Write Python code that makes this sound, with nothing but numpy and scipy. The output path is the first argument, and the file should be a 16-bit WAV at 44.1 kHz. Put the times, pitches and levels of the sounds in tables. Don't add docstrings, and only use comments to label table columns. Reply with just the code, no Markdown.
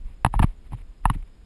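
import sys
import numpy as np
from scipy import signal
from scipy.io import wavfile
from scipy.ndimage import uniform_filter1d

SR = 44100
rng = np.random.default_rng(int(sys.argv[2]) if len(sys.argv) > 2 else 0)


def master(y):
    cut = np.clip(np.atleast_2d(y).T, -1, 1)
    pcm = np.round(cut * 32767)
    wavfile.write(sys.argv[1], SR, pcm.astype(np.int16))


N = 63945

# (time [s], level [dB])
WIND_LEVEL = [(0, -36), (.056, -31.5), (.19, -44), (.25, -39), (.33, -38), (.46, -30), (.53, -41),
              (.62, -44), (.72, -36), (.83, -33), (.93, -46), (1.0, -47), (1.1, -34), (1.2, -33),
              (1.27, -39), (1.37, -48), (1.45, -37)]
# (frequency [Hz], density [dB per Hz])
RUMBLE_COLOUR = [(10, -24), (22, -3.5), (33, -1), (47, -8), (65, -17.5), (100, -33.5), (200, -39.5),
                 (500, -62), (1500, -100)]
WIND_FADE_S = 0.012
# (frequency [Hz], density [dB per Hz])
HISS_COLOUR = [(30, 5), (120, 1.5), (250, -1.5), (400, -7), (700, -14.5), (1300, -18.5), (2500, -21.5),
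               (4500, -25), (7000, -29), (10000, -33.5), (12500, -39)]
HISS_DB = -58.5
# (centre [Hz], width [Hz], level [dB])
WHINE_BANDS = [(5050, 120, -80.5), (6950, 99, -82)]

# (centre [s], relative level [dB], half length [s])
SCUFFS = [(0.1, -66.5, 0.042), (0.265, -44.5, 0.0038), (0.349, -54, 0.019), (0.394, -40.5, 0.0035),
          (0.422, -46.5, 0.0052), (.431, -37.5, 0.0065), (0.444, -47.5, 0.0056), (0.466, -63.5, 0.056),
          (0.66, -66.5, 0.018), (.732, -56, 0.017), (0.789, -63, 0.019), (0.816, -60.5, 0.0045),
          (1.052, -57, 0.011), (1.074, -57, 0.0025), (1.101, -55.5, 0.017), (1.144, -50.5, 0.011),
          (1.186, -68, 0.033), (1.228, -56.5, 0.002), (1.275, -68, 0.011)]
# (frequency [Hz], density [dB per Hz])
GRIT_COLOUR = [(250, -19), (500, -3), (950, 5), (1500, -6.5), (2200, 2.5), (3400, -8), (5000, -20.5),
               (7000, -25.5), (9600, -12), (11500, -17), (12600, -27.5)]
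GRAIN_DB, GRAIN_S = 4, 0.0005
CRUNCH_DB, CRUNCH_RISE_S, CRUNCH_DECAY_S = -19, 0.0005, 0.0028

# (time [s], relative level [dB], pitch [Hz], 60 dB decay time [s], rise time [s])
THUDS = [(0.247, -2.5, 108.4, 0.017, 0.00071), (0.2626, -12, 114.7, 0.049, 0.00053),
         (0.34, -10, 110, 0.014, 0.00072), (.3560, -15.5, 101, 0.057, 0.0044),
         (0.3945, -15, 224, .025, .001), (0.3986, -3.5, 102, 0.042, .0006), (0.421, -3.5, 75, 0.02, .001),
         (0.4406, -2.5, 119, 0.022, 0.00017), (0.721, -26.5, 130, 0.12, 0.00042),
         (0.7332, -20, 107, 0.061, 0.00067), (1.0548, -5.5, 94.3, 0.028, 0.0008),
         (1.098, -15, 200, 0.017, 0.0007), (1.102, -12, 114, 0.054, 0.00097),
         (1.152, -23.5, 161.5, 0.039, 0.0013), (1.158, -15.5, 70.6, 0.041, 0.002)]
THUD_TOP_HZ = 356.4
THUD_ROUGH_DB, ROUGH_REACH = -11, 2.14

# (time [s], relative level [dB], pitch [ratio], brightness [dB per octave],
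#               ring length [ratio], level of the top modes [dB])
KNOCKS = [(0.2472, -6.5, 0.95, 0, 0.74, -0.5), (0.2626, -16, 0.97, -2, 0.78, -0.8),
          (.3390, -20, 0.98, -8, 1, -2.5), (0.35, -37, 1.0, -4.5, 2.5, 0),
          (0.393, -17.5, 1.007, 0.5, 0.83, 1), (0.3964, -24.5, 1.0, 0.5, 1.82, 0.5),
          (0.424, -25.5, 1.08, -2, 1.6, -7), (0.429, -17.5, 0.9, -1, 1.47, -4),
          (.4385, -16.5, 0.75, -34, 0.35, -25), (0.442, -27.5, 1.146, -2, 0.78, 4),
          (0.721, -37, 0.85, -8, 0.59, -4), (0.732, -38, 1.047, -16, 1.6, 1),
          (1.0541, -11, 1.007, -1.8, 1.265, 0.5), (1.0991, -20, 1.158, 1.5, 1.14, 3.5)]
# (frequency [Hz], relative level [dB], time to peak [s])
KNOCK_MODES = [(757, -7, .00106), (943, 3, .00096), (1298, -13, .0014), (1750, -9.5, .00095),
               (2567, -24, .0012), (2771, -17, .0011), (3342, -31, .0011), (3692, -27, .001),
               (4250, -38, .0007), (4850, -39, .0007), (8329, -31, .00055), (9157, -30, .0009),
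               (10220, -25, .0006), (11016, -18, .001)]
MAIN_MODE_HZ = KNOCK_MODES[1][0]
TOP_MODES_HZ = 6000
AFTER_RING_HZ, AFTER_RING_DB, AFTER_RING_S = 815, -20.5, 0.0014
RATTLE_DB, RATTLE_S = -14, 0.006
KNOCK_DB, KNOCK_LOW_HZ = -1, 546

# (centre [s], level [dB], pitch [Hz], half length [s])
HEAVES = [(0.376, -16, 42.7, 0.019), (0.425, -18.5, 39, 0.0076), (0.765, -36, 34.56, 0.019),
          (1.08, -15.5, 34.2, 0.021), (1.155, -23.5, 30.1, 0.036)]

# (frequency [Hz], gain [dB])
MIC_RESPONSE = [(20, 0.5), (3800, 2), (5100, -2), (5900, -8.5), (6500, -6.5), (7300, 0.5), (8500, 2.5),
                (11400, 2), (12300, 2)]
BAND_LIMIT_HZ = 12624


def amp(db):
    return 10 ** (np.asarray(db) / 20)


def unit(x):
    return x / np.sqrt(np.mean(x ** 2) + 1e-20)


def add(mix, start_s, sound):
    part = mix[max(round(start_s * SR), 0):][:len(sound)]
    part += sound[:len(part)]


def colour(x, points):
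    table_hz, table_db = np.transpose(points)
    size = 16384
    hz = abs(np.fft.fftfreq(size, 1 / SR))
    gain_db = np.interp(np.log(hz + 1), np.log(table_hz + 1), table_db)
    log_spectrum = np.conj(signal.hilbert(np.log(amp(gain_db))))
    taps = np.fft.ifft(np.exp(log_spectrum)).real[:size // 2]
    return signal.fftconvolve(x, taps)[:len(x)]


def noise(points):
    white = rng.standard_normal(N + SR)
    return unit(colour(white, points)[SR:])


def cut(x, hz, kind, order):
    return signal.sosfilt(signal.butter(order, hz, kind, fs=SR, output="sos"), x)


def wind_rumble():
    t = np.arange(N) / SR
    level = amp(np.interp(t, *np.transpose(WIND_LEVEL)))
    fade = np.minimum(np.minimum(t, t[::-1]) / WIND_FADE_S, 1)
    return fade * level * noise(RUMBLE_COLOUR)


def hiss():
    return amp(HISS_DB) * noise(HISS_COLOUR)


def whine():
    t = np.arange(N) / SR
    out = np.zeros(N)
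    for hz, width_hz, db in WHINE_BANDS:
        slow_noise = cut(rng.standard_normal(N), width_hz / 2, "low", order=2)
        out += amp(db) * unit(slow_noise * np.sin(2 * np.pi * hz * t))
    return out


def scuffs():
    t = np.arange(N) / SR
    level = np.zeros(N)
    for centre_s, db, half_s in SCUFFS:
        level += amp(db) * np.exp(-0.5 * ((t - centre_s) / half_s) ** 4)
    for start_s, db, _, bright_db, _, _ in KNOCKS:
        age = np.maximum(t - start_s, 0)
        crunch = (1 - np.exp(-age / CRUNCH_RISE_S)) * np.exp(-age / CRUNCH_DECAY_S)
        level += amp(CRUNCH_DB + db + 2 * bright_db) * crunch
    flicker = uniform_filter1d(rng.standard_normal(N), max(round(GRAIN_S * SR), 1))
    grains = amp(GRAIN_DB * unit(flicker))
    return level * unit(noise(GRIT_COLOUR) * grains)


def thud(db, hz, t60, rise_s):
    t = np.arange(SR // 6) / SR
    rough_noise = cut(rng.standard_normal(len(t)), ROUGH_REACH * hz, "low", order=4)
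    rough = amp(THUD_ROUGH_DB) * unit(rough_noise)
    rise = 1 - np.exp(-t / rise_s)
    decay = np.exp(-np.log(1000) * t / t60)
    swing = (rough - np.sin(2 * np.pi * hz * t)) * rise * decay
    return amp(db) * cut(swing, THUD_TOP_HZ, "low", order=5)


def knock(db, pitch, bright_db, ring, top_db):
    t = np.arange(SR // 16) / SR
    body = np.zeros(len(t))
    for k, (hz, mode_db, peak_s) in enumerate(KNOCK_MODES):
        u = t / (peak_s * ring)
        tilt_db = top_db if hz > TOP_MODES_HZ else bright_db * np.log2(hz / MAIN_MODE_HZ)
        shifted_hz = hz + (pitch - 1) * min(hz, MAIN_MODE_HZ)
        sign = (-1) ** k
        envelope = u * np.exp(1 - u)
        body += sign * amp(mode_db + tilt_db) * envelope * np.sin(2 * np.pi * shifted_hz * t)
    after_ring = np.exp(-t / AFTER_RING_S) * np.sin(2 * np.pi * AFTER_RING_HZ * t)
    body += amp(AFTER_RING_DB) * after_ring

    rattle = rng.standard_normal(len(t)) * np.exp(-t / RATTLE_S)
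    blow = amp(RATTLE_DB) * rattle / np.linalg.norm(rattle)
    blow[0] += 1
    struck = signal.fftconvolve(blow, body)[:len(t)]
    return amp(KNOCK_DB + db) * cut(struck, KNOCK_LOW_HZ, "high", order=4)


def footfalls():
    out = np.zeros(N)
    for start_s, *settings in THUDS:
        add(out, start_s, thud(*settings))
    for start_s, *settings in KNOCKS:
        add(out, start_s, knock(*settings))
    return out


def air_heaves():
    t = np.arange(N) / SR
    out = np.zeros(N)
    for centre_s, db, hz, half_s in HEAVES:
        age = t - centre_s
        window = np.exp(-0.5 * (age / half_s) ** 2)
        out -= amp(db) * window * np.cos(2 * np.pi * hz * age)
    return out


def scene():
    wind = wind_rumble() + hiss() + whine()
    return (wind + scuffs() + footfalls() + air_heaves())[None]


def record(dry):
    band_limit = signal.firwin(255, BAND_LIMIT_HZ, window=("kaiser", 8), fs=SR)
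    return np.array([signal.fftconvolve(colour(x, MIC_RESPONSE), band_limit, "same") for x in dry])


dry = scene()
out = record(dry)
master(out)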